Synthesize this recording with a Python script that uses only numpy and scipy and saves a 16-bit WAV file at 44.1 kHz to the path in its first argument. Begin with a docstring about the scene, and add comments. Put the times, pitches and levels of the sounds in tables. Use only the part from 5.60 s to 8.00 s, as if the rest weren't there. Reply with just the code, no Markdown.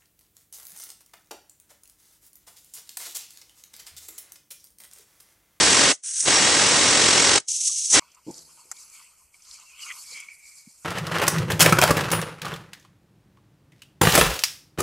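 """A jet of steam roars from under the lifted weight of a pressure cooker, close by in a small kitchen.
The jet throbs as the weight wobbles on the vent, and at times nearly whistles at the vent's resonance.
Twice the weight drops and cuts it off; steam then squeezes through the seat as a thin, sputtering hiss
until it lifts again. Nearby metal adds early echoes, the walls a short tail."""
import sys
import numpy as np
from scipy import signal
from scipy.fft import rfft, irfft
from scipy.io import wavfile
from scipy.ndimage import uniform_filter1d

SR = 44100
rng = np.random.default_rng(int(sys.argv[2]) if len(sys.argv) > 2 else 0)


def generate_wav(signal):
    """Clip the signal to [-1, 1] and save it as 16-bit WAV at the path in sys.argv[1]."""
    frames = np.transpose(np.atleast_2d(signal))
    scaled = np.clip(frames, -1, 1) * 32767
    pcm = np.round(scaled).astype(np.int16)
    wavfile.write(sys.argv[1], SR, pcm)


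N = 105663
ROUGH_HZ = 499.5  # fast level flicker of jet and leak


def undb(db):
    """Decibels to gain."""
    return 10 ** (np.asarray(db) / 20)


def walk(rate_hz):
    """Smooth random wander of unit spread."""
    hold = max(int(SR / rate_hz), 1)
    steps = np.repeat(rng.standard_normal(N)[:N // hold + 1], hold)
    smooth = uniform_filter1d(uniform_filter1d(steps, hold), hold)[:N]
    return smooth / smooth.std()


def contour(points, f):
    """Gain of (freq_hz, level_db) points joined on a log-frequency axis."""
    hz, db = np.array(points, float).T
    return undb(np.interp(np.log(f), np.log(hz), db))


def turbulence(spectrum, peaks, side_spectrum, high_hz, low_hz=10):
    """Band-limited stereo flow noise coloured by resonances; mid at unit RMS."""
    f = np.maximum(np.fft.rfftfreq(N, 1 / SR), 1)
    gain = contour(spectrum, f) / np.hypot(1, (f / high_hz) ** 60) / np.hypot(1, (low_hz / f) ** 7)
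    for centre_hz, width_hz, gain_db in peaks:
        gain *= undb(gain_db / (1 + (2 * (f - centre_hz) / width_hz) ** 2))
    mid = irfft(rfft(rng.standard_normal(N)) * gain, N)
    side = irfft(rfft(rng.standard_normal(N)) * gain * contour(side_spectrum, f), N)
    return np.array([mid + side, mid - side]) / mid.std()


def valve(t, start_s, end_s, level_db, swell_db_per_s, rise_db_per_s, fall_db_per_s):
    """Gain of a flow that is fully open at start_s and begins to shut at end_s."""
    open_db = level_db + swell_db_per_s * (np.clip(t, start_s, end_s) - start_s)
    shut_db = rise_db_per_s * np.maximum(start_s - t, 0) + fall_db_per_s * np.maximum(t - end_s, 0)
    return undb(open_db - shut_db)


def bump(t, centre_s, level_db, half_width_s):
    """Gain of a short Gaussian swell."""
    return undb(level_db) * np.exp(-((t - centre_s) / half_width_s) ** 2)


def kitchen(x, level_db=-22.5, t60_s=0.16, delay_s=0.0016):
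    """The walls return a short, diffuse tail."""
    t = np.arange(SR // 2) / SR
    tail = rng.standard_normal((2, len(t))) * np.exp(-np.log(1000) * t / t60_s) * (t > delay_s)
    tail /= np.linalg.norm(tail, axis=1, keepdims=True)
    return x + undb(level_db) * signal.fftconvolve(x, tail, axes=1)[:, :N]


def metal_echoes(x, level_db=-13, decay_s=0.0067, delay_s=0.001):
    """Early reflections off lid, handle and hob ripple the spectrum."""
    t = np.arange(SR // 20) / SR
    echoes = rng.standard_normal(len(t)) * np.exp(-t / decay_s) * (t > delay_s)
    echoes /= np.linalg.norm(echoes)
    return x + undb(level_db) * signal.fftconvolve(x, echoes[None], axes=1)[:, :N]


def faint_tone(t, pitch_hz=1170):
    """A brief, soft tone under the second leak."""
    return bump(t, centre_s=2.101, level_db=-50.5, half_width_s=0.0073) * np.sin(2 * np.pi * pitch_hz * t)


# near-whistles: centre_s, level_db, half_width_s
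WHISTLE_SWELLS = [(0.75, -25.5, 0.055), (1.62, -31, .1)]

def whistle(t, pitch_hz=5630, half_width_hz=140):
    """A narrow, airy band swells out of the jet at the vent's resonance."""
    f = np.fft.rfftfreq(N, 1 / SR)
    resonance = 1 / (1 + ((f - pitch_hz) / half_width_hz) ** 2)
    band = irfft(rfft(rng.standard_normal(N)) * resonance, N)
    return band / band.std() * sum(bump(t, *row) for row in WHISTLE_SWELLS)


# rocking of the weight: time_s, rate_hz, throb_db
WEIGHT_WOBBLE = [(0, 40.9, 0.5), (.2, 46.3, 2.1), (.3, 43, 0), (.6, 41.6, 7.7), (.76, 42.43, -1.2),
                 (.88, 43.9, 2.5), (1.2, 41.1, 1.1), (1.4, 45.15, 2), (1.52, 42.1, 1.6), (1.69, 44.44, 2),
                 (1.9, 44.06, 8.2), (2.4, 45.2, -0.8)]

def wobble(t):
    """The weight rocks unevenly on the vent; returns its motion and the jet's throb depth."""
    time_s, rate_hz, throb_db = np.array(WEIGHT_WOBBLE).T
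    drifting_hz = np.interp(t, time_s, rate_hz) * (1 + 0.021 * walk(rate_hz=14))
    turns = np.cumsum(drifting_hz) / SR
    reach = 1 + 0.17 * walk(rate_hz=5.5)
    return -np.cos(2 * np.pi * turns) * reach, np.interp(t, time_s, throb_db)


# thin hiss: freq_hz, level_db
HISS_SPECTRUM = [(1000, -56.5), (2000, -29.5), (2700, -21.5), (3800, -16.5), (5100, -11.5), (5900, 1),
                 (6600, -1), (7200, -3.5), (8300, -4.5), (9400, -6.5), (10300, -15), (11500, -27)]
# vent and hollow-weight resonances: centre_hz, width_hz, gain_db
HISS_RESONANCES = [(5490, 110, 3), (6320, 130, 1.2), (8200, 790, 0.99)]
# stereo width: freq_hz, side_minus_mid_db
HISS_WIDTH = [(2000, -2), (3600, -8), (6400, -18.5), (10000, -8.5)]
# rush below the hiss: freq_hz, level_db
RUSH_SPECTRUM = [(100, -37), (400, -24), (900, -12), (1600, 6.5), (4000, 2.5), (9000, -15.5)]
# surges as the weight shifts: centre_s, level_db, half_width_s
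HISS_SURGES = [(0.325, -30.5, 0.025), (0.544, -26, 0.013), (.568, -24.5, .006), (0.607, -22.5, .006),
               (1.802, -34.5, 0.006), (2.011, -23.5, .012), (2.078, -22, 0.0087), (2.119, -27, 0.013),
               (2.165, -23.5, .005), (2.254, -23, 0.0075), (2.305, -27, 0.0063), (2.34, -19, 0.036)]
# leaks: start_s, end_s, level_db, swell_db_per_s, relative_rush_db, low_hz, high_hz, sizzle_db
SEAT_LEAKS = [(0.438, .645, -34, 51.5, -22.5, 1230, 10400, 7),
              (1.885, 2.28, -25.5, 0.5, -65, 2130, 11800, -1.5)]

def leak(t, rock, seep_db=-62.5, seep_rush_db=-25, throb_db=0.5, sizzle_hz=8930, sizzle_width_hz=1800):
    """Steam hisses through the seat's narrow gap over a faint rush; a trace always seeps out."""
    rush = turbulence(RUSH_SPECTRUM, [], JET_WIDTH, high_hz=8000)
    hiss = turbulence(HISS_SPECTRUM, HISS_RESONANCES, HISS_WIDTH, high_hz=10700, low_hz=1500)
    surges = sum(bump(t, *row) for row in HISS_SURGES)
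    out = hiss * (surges + undb(seep_db)) + rush * undb(seep_db + seep_rush_db)
    for *opening, rush_db, low_hz, high_hz, sizzle_db in SEAT_LEAKS:
        peaks = HISS_RESONANCES + [(sizzle_hz, sizzle_width_hz, sizzle_db)]
        hiss = turbulence(HISS_SPECTRUM, peaks, HISS_WIDTH, high_hz, low_hz)
        flow = valve(t, *opening, rise_db_per_s=2300, fall_db_per_s=194.5)
        out += flow * (hiss + undb(rush_db) * rush)
    waver_db = 2 * walk(rate_hz=40)
    rough_db = 0.95 * walk(ROUGH_HZ)
    return out * undb(throb_db * rock + waver_db + rough_db)


# broad roar: freq_hz, level_db
JET_SPECTRUM = [(25, -26), (55, -12.5), (90, -5), (165, -5), (370, -1.1), (1240, -3), (3320, -3),
                (4960, -2.5), (5630, -2), (6880, -1.5), (8200, -3.5), (9300, -10.5), (10300, -14),
                (11000, -34.5)]
# vent and hollow-weight resonances: centre_hz, width_hz, gain_db
JET_RESONANCES = [(1876, 200, 3.1), (5610, 220, 3), (6250, 400, 0), (7030, 260, -6.5), (7300, 260, 2.5),
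                  (8300, 339, 0.6), (9400, 210, 3)]
# stereo width, shared with the leak's rush: freq_hz, side_minus_mid_db
JET_WIDTH = [(60, -8.5), (350, -13.5), (1100, -12.5), (2000, -9), (3600, -9), (6400, -11), (10000, -4.5)]
# weight lifted: start_s, end_s, level_db, swell_db_per_s, high_hz
JET_BLASTS = [(-.1, 0.317, -16, -0.5, 10770), (0.674, 1.778, -17.5, 0.52, 10060),
              (2.35, 2.5, -15.5, 2, 10400)]

def jet(t, rock, throb_db):
    """Steam blasts out under the lifted weight, throbbing with its wobble."""
    out = 0
    for *opening, high_hz in JET_BLASTS:
        roar = turbulence(JET_SPECTRUM, JET_RESONANCES, JET_WIDTH, high_hz)
        out += roar * valve(t, *opening, rise_db_per_s=727.5, fall_db_per_s=1350.5)
    rough_db = 0.26 * walk(ROUGH_HZ)
    return out * undb(throb_db * rock + rough_db)


def scene():
    """The cooker in its kitchen; jet and leak share one wobble."""
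    t = np.arange(N) / SR
    rock, throb_db = wobble(t)
    cooker = jet(t, rock, throb_db) + leak(t, rock) + whistle(t) + faint_tone(t)
    return kitchen(metal_echoes(cooker))


def record(dry):
    """A steep low-pass cuts the top treble."""
    cutoff_hz = 11800
    return signal.sosfilt(signal.ellip(10, .2, 90, cutoff_hz, fs=SR, output="sos"), dry)


dry = scene()
out = record(dry)
generate_wav(out)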